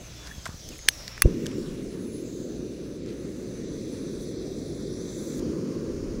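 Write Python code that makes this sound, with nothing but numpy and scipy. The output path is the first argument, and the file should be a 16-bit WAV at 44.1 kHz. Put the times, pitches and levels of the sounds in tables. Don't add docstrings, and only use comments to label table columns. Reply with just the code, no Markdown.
import sys
import numpy as np
from scipy import signal
from scipy.fft import irfft
from scipy.io import wavfile

SR = 44100
rng = np.random.default_rng(int(sys.argv[2]) if len(sys.argv) > 2 else 0)


def decibels_to_gain(level_db):
    exponent = np.asarray(level_db, float) / 20
    return 10 ** exponent


def master(y):
    cut = np.clip(np.atleast_2d(y).T, -1, 1)
    pcm = np.round(cut * 32767)
    wavfile.write(sys.argv[1], SR, pcm.astype(np.int16))


N = 273420
TIME_S = np.arange(N) / SR
CATCH_S = 1.2582
CUT_S = 5.397

# pitch_hz, level_db [dB per Hz]
RUMBLE_COLOUR = [(8.8, -37), (15, -20), (64, -5.5), (86, -8.5), (124, -13), (142, -8), (173, -12.5),
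                 (226, -14), (644, -20), (800, -30.5), (1040, -52), (1760, -120)]


def in_time(rows):
    s, *columns = np.transpose(rows)
    return [np.interp(TIME_S, s, c) for c in columns]


def swells(rows):
    return sum(rise * np.exp(-np.abs((TIME_S - s) / width) ** 3.3) for s, rise, width in rows)


def rms_one(x):
    return x / np.sqrt(np.mean(x ** 2) + 1e-20)


def drift(rate):
    r = np.exp(-80 * np.pi * rate / SR)
    chance = rng.standard_normal(N // 40 + 2002)
    slow = signal.lfilter([1], [1, -2 * r, r * r], chance)[2000:]
    return np.interp(np.arange(N) / 40, np.arange(len(slow)), rms_one(slow))


def coloured(spectrum, low_hz, high_hz, shared_db, own_db, rate):
    hz = np.fft.rfftfreq(N, 1 / SR) + 1e-3
    points = np.array(spectrum)
    chance = rng.standard_normal(len(hz)) + 1j * rng.standard_normal(len(hz))
    noise = chance * decibels_to_gain(np.interp(np.log(hz), np.log(points[:, 0]), points[:, 1]))
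    edges = np.geomspace(low_hz, high_hz, 2 + int(1.5 * np.log2(high_hz / low_hz)))
    together_db = shared_db * drift(rate)
    total = np.zeros(N)
    for low, high in zip(edges, edges[1:]):
        band = irfft(noise * (hz >= low) * (hz < high), N)
        total += decibels_to_gain(together_db + own_db * drift(rate)) * band
    return rms_one(total)


def narrow(hz, width_hz):
    lowpass = signal.butter(2, width_hz / 2, fs=SR, output="sos")
    slow = signal.sosfilt(lowpass, rng.standard_normal((2, N + SR)))[:, SR:]
    phase = 2 * np.pi * np.cumsum(hz * np.ones(N)) / SR
    return rms_one(slow[0] * np.cos(phase) + slow[1] * np.sin(phase))


def resonator(hz, width_hz):
    r = np.exp(-np.pi * width_hz / SR)
    return np.array([1, 0, -1]) * (1 - r * r) / 2, [1, -2 * r * np.cos(2 * np.pi * hz / SR), r * r]


def resonate(x, hz, width_hz):
    return signal.lfilter(*resonator(hz, width_hz), x)


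def cancel(x, hz, depth, width_hz):
    band, state = np.zeros(N), np.zeros(2)
    for i in range(0, N, 1024):
        zeros, poles = resonator(hz[i], width_hz)
        band[i:i + 1024], state = signal.lfilter(zeros, poles, x[i:i + 1024], zi=state)
    return x - depth * band


def add(out, s, piece):
    i = round(s * SR)
    out[i:i + len(piece)] += piece[:N - i]


def blips(rows):
    out, t = np.zeros(N), np.arange(-1000, 1000) / SR
    for s, db, hz, width in rows:
        add(out, s + t[0], decibels_to_gain(db) * np.exp(-(t / width) ** 2) * np.cos(2 * np.pi * hz * t))
    return out


def jet_turbulence(flow_db, bright_db, lit, share):
    edges_hz = [2950, 5500, 9050, 11100, 15900]
    # pitch_hz, level_db [dB per Hz]
    cold_colour = [(1590, -35), (2700, -2), (3200, -7), (3530, -7), (3830, -10.5), (5630, 2.5), (6480, 11),
                   (8160, -11), (14200, -13), (15200, -11), (15900, -12)]
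    # pitch_hz, level_db [dB per Hz]
    burning_colour = [(2900, -5), (3350, 1), (3900, 1.5), (5300, -5), (6050, -7), (6700, -1), (7200, -10.5),
                      (8300, -4.5), (9050, -7.5), (9900, -3), (10500, -7.5), (11200, -17), (13000, -18),
                      (15900, -17)]
    # unlit_db, burning_db [over the flow], tilt [share of the brightness change taken]
    regions = [(-2.5, -2.5, 0.01), (-8.5, -9, 0.79), (-17.5, -14, 1.4), (-17, -17.5, 1.2)]
    jet = np.zeros(N)
    for (cold_db, lit_db, tilt), low, high in zip(regions, edges_hz, edges_hz[1:]):
        cold = coloured(cold_colour, low, high, shared_db=1.5, own_db=3.0, rate=6.5)
        burning = coloured(burning_colour, low, high, shared_db=0.5, own_db=1.14, rate=18.0)
        db = flow_db + cold_db + lit * (lit_db - cold_db) + tilt * bright_db
        jet += decibels_to_gain(db) * (np.sqrt(1 - share) * cold + np.sqrt(share) * burning)
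    return jet


def whistles(flow_db, nozzle_hz, lit, share):
    # start_s [centre], rise_db, width_s
    nozzle_swells = [(.63, 4, 0.069), (.84, 5.5, 0.046), (1.05, 5, 0.19), (1.85, -2, .15), (2.75, -2, 0.16),
                     (3.05, -3, 0.096), (3.55, 1, 0.11), (4.3, 2, 0.2), (4.76, -5.5, 0.19),
                     (5.2, 1.5, 0.12)]
    # start_s [centre], rise_db, width_s
    middle_swells = [(.45, 2, .1), (.76, 6, 0.056), (1.55, 8, 0.19), (1.9, 5, 0.19), (2.35, 7.5, .2),
                     (3.35, 6, .15), (3.55, 3, 0.036), (4.1, 0, 0.21), (4.9, 2, 0.11), (5.23, 8, 0.19)]
    top_swells = [(2.05, 11, 0.16), (2.72, 3.7, 0.09), (3.15, 3.4, 0.046), (3.55, 5.5, 0.054),
                  (4.0, 12, 0.09), (4.22, 9.7, 0.091), (4.85, 6.2, 0.2), (5.2, 8.7, 0.14)]
    # start_s, pitch_hz
    top_pitch = [(1.4, 9850), (2.1, 10080), (2.6, 10000), (2.72, 10450), (3.05, 9900), (3.15, 10400),
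                 (3.55, 10150), (3.9, 9950), (5.05, 9950), (5.39, 10150)]

    nozzle_db = flow_db - 5.5 + 0.5 * lit + swells(nozzle_swells) + 1.3 * drift(2.3)
    nozzle = decibels_to_gain(nozzle_db) * narrow(nozzle_hz, width_hz=550)

    middle_hz = 7450 - 250 * lit
    middle_db = flow_db - 13.5 + swells(middle_swells) + 1.5 * drift(6.0)
    middle = decibels_to_gain(middle_db) * narrow(middle_hz, width_hz=970)

    top_hz = in_time(top_pitch)[0] * (1 + 0.01 * drift(2.5))
    top_db = flow_db - 18 + swells(top_swells) + 2.8 * drift(5.5)
    top = share * decibels_to_gain(top_db) * narrow(top_hz, width_hz=560)
    return nozzle + middle + top


def rim_sizzle(flow_db):
    rim_swells = [(1.57, 8, .04), (2.25, 11, 0.38), (3.4, 7, 0.19), (4.7, 1, 0.2), (5.27, 11, .12)]
    return decibels_to_gain(flow_db - 28 + swells(rim_swells)) * narrow(14800, width_hz=1600)


def gas_hiss():
    # start_s, flow_db, nozzle_hz, bright_db [at tilt 1]
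    valve = [(0.0, -51, 6400, 2), (.22, -49, 5650, 1), (.4, -50, 6400, 2), (.62, -49.5, 5750, 3),
             (.75, -49, 6530, 3), (.88, -50.5, 6400, -2), (.93, -47.5, 5620, 3.5), (1.18, -50, 5470, 0),
             (1.3, -52, 6000, 2), (1.6, -52.5, 5490, 3), (1.9, -55.5, 6100, 3.5), (2.4, -51.5, 6420, -2.5),
             (2.65, -54.5, 5990, -1), (3.2, -55.5, 6100, 1.5), (3.95, -49.5, 6040, -2.5),
             (4.6, -49, 5990, -3), (4.97, -49, 5850, -5), (5.03, -48, 6100, -2.5), (5.09, -47.5, 6100, -4),
             (5.13, -47.5, 6100, -1.5), (5.38, -48, 6120, 4.5)]
    # start_s [centre], change_db [at tilt 1], width_s
    shades = [(1.53, -3, .04), (1.75, 0, .1), (2.1, 1, 0.13), (3.03, -7, 0.052), (3.68, -7, 0.046),
              (4.38, -4, .04), (4.22, 4, .03), (5.3, -1.5, .08)]
    # start_s, share of the burning colour [0-1]
    settled = [(1.25, 0.44), (1.9, 0.86), (3.4, 0.96), (3.75, 0.98)]
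    flow_db, nozzle_hz, bright_db = in_time(valve)
    bright_db = bright_db + swells(shades)
    share = np.clip(in_time(settled)[0], 0, 1)
    lit = np.clip((TIME_S - CATCH_S) / .3, 0, 1)
    jet = jet_turbulence(flow_db, bright_db, lit, share)
    jet = jet + whistles(flow_db, nozzle_hz, lit, share) + rim_sizzle(flow_db)
    return (TIME_S < CUT_S) * jet


def far_engine():
    # start_s, level_db
    load = [(0, -47), (.55, -48.5), (.72, -48.5), (.9, -47.5), (1.2, -46), (1.5, -52), (2.1, -50.5),
            (3.0, -46), (3.8, -50.5), (4.5, -45.5), (5.3, -49.5), (5.45, -44), (5.7, -53), (6.05, -48)]
    # pitch_hz, level_db, pitch wobble [0-1]
    hum_tones = [(58.7, -47.5, 0.01), (117.1, -50, 0)]
    (rumble_db,) = in_time(load)
    rumble = decibels_to_gain(rumble_db) * coloured(RUMBLE_COLOUR, 38, 800, shared_db=2.05, own_db=2.0, rate=4.4)
    hum = np.zeros(N)
    for hz, db, wobble in hum_tones:
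        phase = 2 * np.pi * np.cumsum(hz * (1 + wobble * drift(6.1))) / SR
        hum_db = db + 0.82 * (rumble_db + 42.5) + 1.1 * drift(4.8)
        hum += decibels_to_gain(hum_db) * np.sqrt(2) * np.sin(phase)
    return rumble + (TIME_S < CUT_S) * hum


def wind():
    gusts = [(.05, 10, 0.13), (.5, 11, 0.073), (1.25, 15, 0.6), (1.85, 7, .15), (3.7, 5, .2), (5.1, 7, .3),
             (5.5, 13, 0.11), (6.05, 21, 0.3)]
    wind_db = -60 + swells(gusts)
    push = decibels_to_gain(wind_db) * coloured(RUMBLE_COLOUR, 8.1, 41, shared_db=5.0, own_db=0.0, rate=4.0)
    buffet = decibels_to_gain(wind_db - 2.5) * coloured(RUMBLE_COLOUR, 45, 120, shared_db=0.0, own_db=1.0, rate=5.3)
    return push + (TIME_S > CUT_S) * buffet


def leaves():
    # start_s, level_db
    breeze = [(0.0, -59), (0.13, -55), (0.31, -54), (0.75, -59.5), (1.11, -51.5), (1.87, -57.5),
              (2.01, -58), (2.34, -59.5), (3.21, -58.5), (5.02, -57.5), (5.38, -54.5)]
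    # pitch_hz, level_db [dB per Hz]
    rustle_colour = [(600, -15), (800, -8.5), (1100, -6.5), (1800, -7), (2400, -8), (2700, -8), (2950, -6)]
    (breeze_db,) = in_time(breeze)
    low = coloured(rustle_colour, 600, 1800, shared_db=1.8, own_db=0.8, rate=6.3)
    high = coloured(rustle_colour, 1800, 2925, shared_db=1.0, own_db=1.5, rate=2.1)
    return (TIME_S < CUT_S) * decibels_to_gain(breeze_db - 2) * (low + high)


def bird():
    # start_s, pitch_hz, level_db
    notes_sung = [
        [(.14, 3560, -62), (.17, 3510, -56), (.22, 3470, -54), (.265, 3480, -61)],
        [(.285, 3430, -61), (.33, 3380, -52), (.37, 3330, -61), (.44, 3170, -62)],
    ]
    out = np.zeros(N)
    for note in notes_sung:
        hz, db = in_time(note)
        edge = np.clip(np.minimum(TIME_S - note[0][0], note[-1][0] - TIME_S) / 0.0084, 0, 1)
        out += np.sqrt(2) * edge * decibels_to_gain(db) * np.sin(2 * np.pi * np.cumsum(hz) / SR)
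    return out


def swishes():
    brushes = [
        (.27, -50, 0.024),
        (.735, -52, 0.037),
        (1.935, -55.5, 0.028),
        (3.1, -54.5, 0.053),
        (5.92, -63, .02),
    ]
    swell = sum(decibels_to_gain(db) * np.exp(-((TIME_S - s) / width) ** 2) for s, db, width in brushes)
    band = signal.butter(2, [900, 5000], "band", fs=SR, output="sos")
    return swell * decibels_to_gain(1.9 * drift(90.0)) * rms_one(signal.sosfilt(band, rng.standard_normal(N)))


def handling():
    # start_s [centre], level_db, pitch_hz, width_s
    squeaks = [
        (.282, -45, 1750, .002),
        (.294, -41, 1750, .002),
        (.3145, -34, 1740, 0.0025),
        (.322, -42, 1800, 0.0018),
        (.724, -46, 2750, .004),
        (.738, -47, 2500, .005),
    ]
    # start_s, peak_db, pitch_hz, length_s, share of broad crackle [0-1]
    ticks = [(0.271, -40.5, 1820, 0.0043, 0.7), (0.4556, -31, 1580, 0.0023, 0.57),
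             (0.463, -30, 1280, 0.0012, 0.15), (0.4575, -36, 2090, 0.004, 0.1),
             (0.4655, -35, 1050, 0.0012, 0), (0.456, -43, 7000, 0.0023, 0.1),
             (0.4605, -40, 650, 0.003, 0.3), (0.474, -38, 7000, 0.0015, 0.05),
             (0.479, -43, 1900, 0.002, 0.3), (0.495, -45, 1800, 0.0015, 0.4),
             (0.504, -46, 1200, 0.0015, 0.4), (0.466, -41, 1620, 0.004, 0.4),
             (0.689, -36.5, 6100, 0.0018, 0.4), (0.6884, -44, 8800, 0.002, 0.05),
             (0.6887, -48, 11900, 0.0015, 0.05), (0.7832, -45, 10300, 0.0015, 0.1),
             (0.79, -40, 2000, 0.002, 0.5), (0.936, -45, 3980, 0.002, 0.7),
             (1.0788, -30.5, 4700, 0.0015, 0), (1.079, -38, 1930, 0.003, 0.43),
             (1.1785, -33, 1630, 0.00096, 0.15), (1.458, -36, 1770, 0.0072, 0.57),
             (1.4657, -28.5, 2980, 0.0013, 0.7), (1.514, -43, 2600, 0.0028, 0.3),
             (3.061, -47, 1500, 0.0018, 0.56), (5.395, -44, 6200, 0.003, 0.4)]
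    # start_s, peak_db, pitch_hz
    bumps = [
        (0.381, -27, 95),
        (0.491, -23, 119),
        (0.543, -26, 98.8),
        (.86, -30, 402),
        (1.927, -32, 60),
        (3.716, -32, 59.8),
        (5.39, -30, 50),
    ]
    out, t = blips(squeaks), np.arange(round(.08 * SR)) / SR
    for s, db, hz, length, broad in ticks:
        burst = rng.standard_normal(len(t)) * np.minimum(t / 0.00012, 1) * np.exp(-t / max(length, 5e-4))
        broad = np.clip(broad, 0, 1)
        crackle = resonate(resonate(burst, 3000, 5300), 3000, 5300)
        tone = 4.6 * resonate(burst, hz, 0.18 * hz)
        tick = broad * crackle + (1 - broad) * tone
        add(out, s, decibels_to_gain(db + 7.0) * tick / np.abs(tick).max())
    for s, db, hz in bumps:
        swing = np.sin(2 * np.pi * (hz * t) ** 0.68)
        add(out, s, decibels_to_gain(db - 2.5) * swing * np.exp(-t * hz) * np.minimum(t / 0.00049, 1))
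    return out


def snaps():
    # start_s, level_db, rise_s
    blows = [
        (0.8826, -26, 0.00026),
        (0.8856, -5.5, 0.00052),
        (1.22, -9, 0.0004),
    ]
    # pitch_hz, level_db, t60_s
    catch_modes = [(600, 5, 0.0042), (2800, 2, .008), (5100, 6, 0.0063), (6100, -3, .008),
                   (9000, -11, .007)]
    first_modes = [(417, -17, 0.012), (1700, 3, 0.01), (2250, 3, 0.0069), (3070, 2, 0.01),
                   (3570, 2, 0.0085), (4310, -2.5, 0.015), (5320, 0.5, 0.0087), (6100, 1, 0.01),
                   (6400, -20, 0.096), (7830, -9, 0.02), (8600, 0.5, 0.0079), (9100, -11, 0.017),
                   (9400, -9, 0.009), (10400, -13, .01), (11200, -12, 0.034), (11360, -9, 0.009),
                   (11150, -8, 0.012), (12700, -9, 0.0089), (13100, -18, .012), (14260, -15, .014),
                   (15200, -12, .009), (15800, -19, .011)]
    second_modes = [(1130, -8.5, 0.02), (1700, 3.5, 0.0092), (1940, 3.5, 0.011), (2450, -5, 0.016),
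                    (2700, -17.5, 0.09), (2970, -10.5, 0.014), (3490, -9.5, 0.019), (4380, 1.5, 0.0087),
                    (4690, 0, 0.005), (5030, 1, 0.0074), (6200, -6, 0.021), (7330, -6, 0.0084),
                    (7750, -8, 0.008), (8400, -10, 0.011), (9370, -13.5, 0.009), (8900, -4, .009),
                    (10840, 5, 0.013), (12000, -2, .008), (12460, 1, 0.0074), (13500, -13, 0.007),
                    (15100, 3, 0.0072), (16030, -1.5, .007), (16100, -18.5, .006)]
    out, t = np.zeros(N), np.arange(round(.08 * SR)) / SR
    highpass = signal.butter(3, 1150, "high", fs=SR, output="sos")
    for (s, db, rise), modes in zip(blows, (catch_modes, first_modes, second_modes)):
        for hz, mode_db, t60 in modes:
            turn, wait = rng.random(2)
            fall = (t / (0.72 * t60)) ** (1.6 if t60 < .025 else 1)
            onset = 1 - np.exp(-(t / rise) ** 2)
            ring = decibels_to_gain(mode_db - 60 * fall) * np.sin(2 * np.pi * (hz * t + turn)) * onset
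            add(out, s + 0.00054 * wait, decibels_to_gain(db - 2.5) * ring)
        crack = resonate(rng.standard_normal(len(t)) * np.exp(-(t / 0.0021) ** 2), 3800, 7000)
        crack = signal.sosfilt(highpass, resonate(crack, 4500, 9000))
        add(out, s, decibels_to_gain(db - 6.5) * crack)
        shake = rng.standard_normal(len(t)) * np.minimum(t / .0015, 1) * np.exp(-t / 0.0045)
        add(out, s, decibels_to_gain(db - 16.0) * resonate(shake, 9000, 12000))
    return out


def ignition():
    # start_s [centre], pressure [-1..1], width_s
    puff = [
        (1.247, 0.18, 0.0035),
        (1.2582, -0.78, 0.0024),
        (1.265, 0.25, 0.0072),
    ]
    # start_s [centre], level_db, pitch_hz, width_s
    rasp = [
        (1.2523, -15, 268, 0.003),
        (1.2578, -10.5, 394, 0.0016),
    ]
    thump = sum(p * np.exp(-((TIME_S - s) / width) ** 2) for s, p, width in puff)
    return thump + blips(rasp)


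def flame():
    # start_s, level_db
    strength = [(1.29, -26.5), (1.41, -30.5), (1.44, -27), (1.51, -34), (1.58, -28), (1.64, -34),
                (2.63, -35.5), (2.74, -36.5), (3.96, -33.5), (4.0, -34.5), (5.24, -34), (5.38, -32),
                (5.42, -30), (5.55, -29.5), (6.19, -32.5), (6.2, -35)]
    # pitch_hz, level_db [dB per Hz]
    flame_colour = [(53, -38), (90, -8.5), (195, -1), (371, 1), (505, -7.5), (578, -14.5), (707, -31),
                    (900, -52), (1170, -69), (1980, -120)]
    age = TIME_S - CATCH_S
    lit = np.clip(age / 0.0047, 0, 1)
    rush = coloured(flame_colour, 70, 1000, shared_db=0.5, own_db=0.23, rate=49.0)
    top = signal.sosfiltfilt(signal.butter(2, 453, "high", fs=SR, output="sos"), rush)
    muffle = np.where(TIME_S < CUT_S, 0.62 * np.exp(-(age / 0.7) ** 2), 0.18)
    return lit * decibels_to_gain(in_time(strength)[0]) * (rush - muffle * top)


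def hand_echo():
    # start_s, pitch_hz, level_db
    echo_path = [(1.5, 6000, -78), (1.58, 5200, -61), (1.67, 3600, -56), (1.76, 2800, -63),
                 (1.9, 1600, -67), (2.0, 1200, -80)]
    hz, db = in_time(echo_path)
    return decibels_to_gain(db) * narrow(hz, width_hz=990)


def can_reflections(x):
    # start_s, pitch_hz [centre], depth [0-1]
    main_valley = [(1.8, 3160, 0.15), (2.1, 3250, 0.6), (3.4, 3200, 0.47), (3.8, 2980, 0.64),
                   (4.4, 2950, 0.91), (5.39, 2956, 0.8), (5.396, 3000, .0)]
    upper_valley = [(1.45, 8730, 0.46), (1.55, 8900, 0.3), (1.9, 8900, 0.1), (2.15, 8600, 0.7),
                    (2.9, 8700, .3), (3.6, 8900, .2), (3.8, 9100, 0.4), (5.39, 9150, .6), (5.396, 9150, .0)]
    nozzle_valley = [(2.5, 6700, .0), (2.8, 6700, .3), (3.6, 6700, .1), (3.85, 6600, .6), (4.5, 6650, .6),
                     (4.7, 6650, 0.16), (5.05, 6500, 0.5), (5.39, 6600, .4), (5.396, 6660, .0)]
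    for valley, width_hz in ((main_valley, 1100), (upper_valley, 700), (nozzle_valley, 300)):
        hz, depth = in_time(valley)
        x = cancel(x, hz, np.clip(depth, 0, 1), width_hz)
    return x


def later_hiss():
    # start_s, level_db
    later_level = [(5.4, -49.5), (5.8, -51), (6.2, -51.5)]
    # pitch_hz, level_db [dB per Hz]
    later_colour = [(410, -37), (700, -12.5), (1040, -1.5), (1770, -10), (2980, -13), (3570, -16.5),
                    (4460, -9.5), (6100, -8.5), (6950, -11.5), (7900, -22), (9020, -18), (12200, -29.5),
                    (15800, -27)]
    hiss = coloured(later_colour, 600, 15900, shared_db=0.1, own_db=0.5, rate=16.0)
    return (TIME_S > CUT_S - .005) * decibels_to_gain(in_time(later_level)[0]) * hiss


def scene():
    steady = gas_hiss() + far_engine() + wind() + leaves() + bird() + later_hiss()
    steady = can_reflections(steady)
    steady = signal.sosfilt(signal.ellip(10, .3, 80, 15720, fs=SR, output="sos"), steady)
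    near = swishes() + handling() + snaps() + ignition() + flame() + hand_echo()
    return (steady + near)[None]


def roll_off(x):
    return signal.sosfilt(signal.butter(12, 17040, fs=SR, output="sos"), x)


def record(dry):
    limited = np.clip(dry, -.86, .86)
    dull = signal.sosfilt(signal.ellip(10, .3, 80, 16500, fs=SR, output="sos"), limited)
    return roll_off(dull)


dry = scene()
out = record(dry)
master(out)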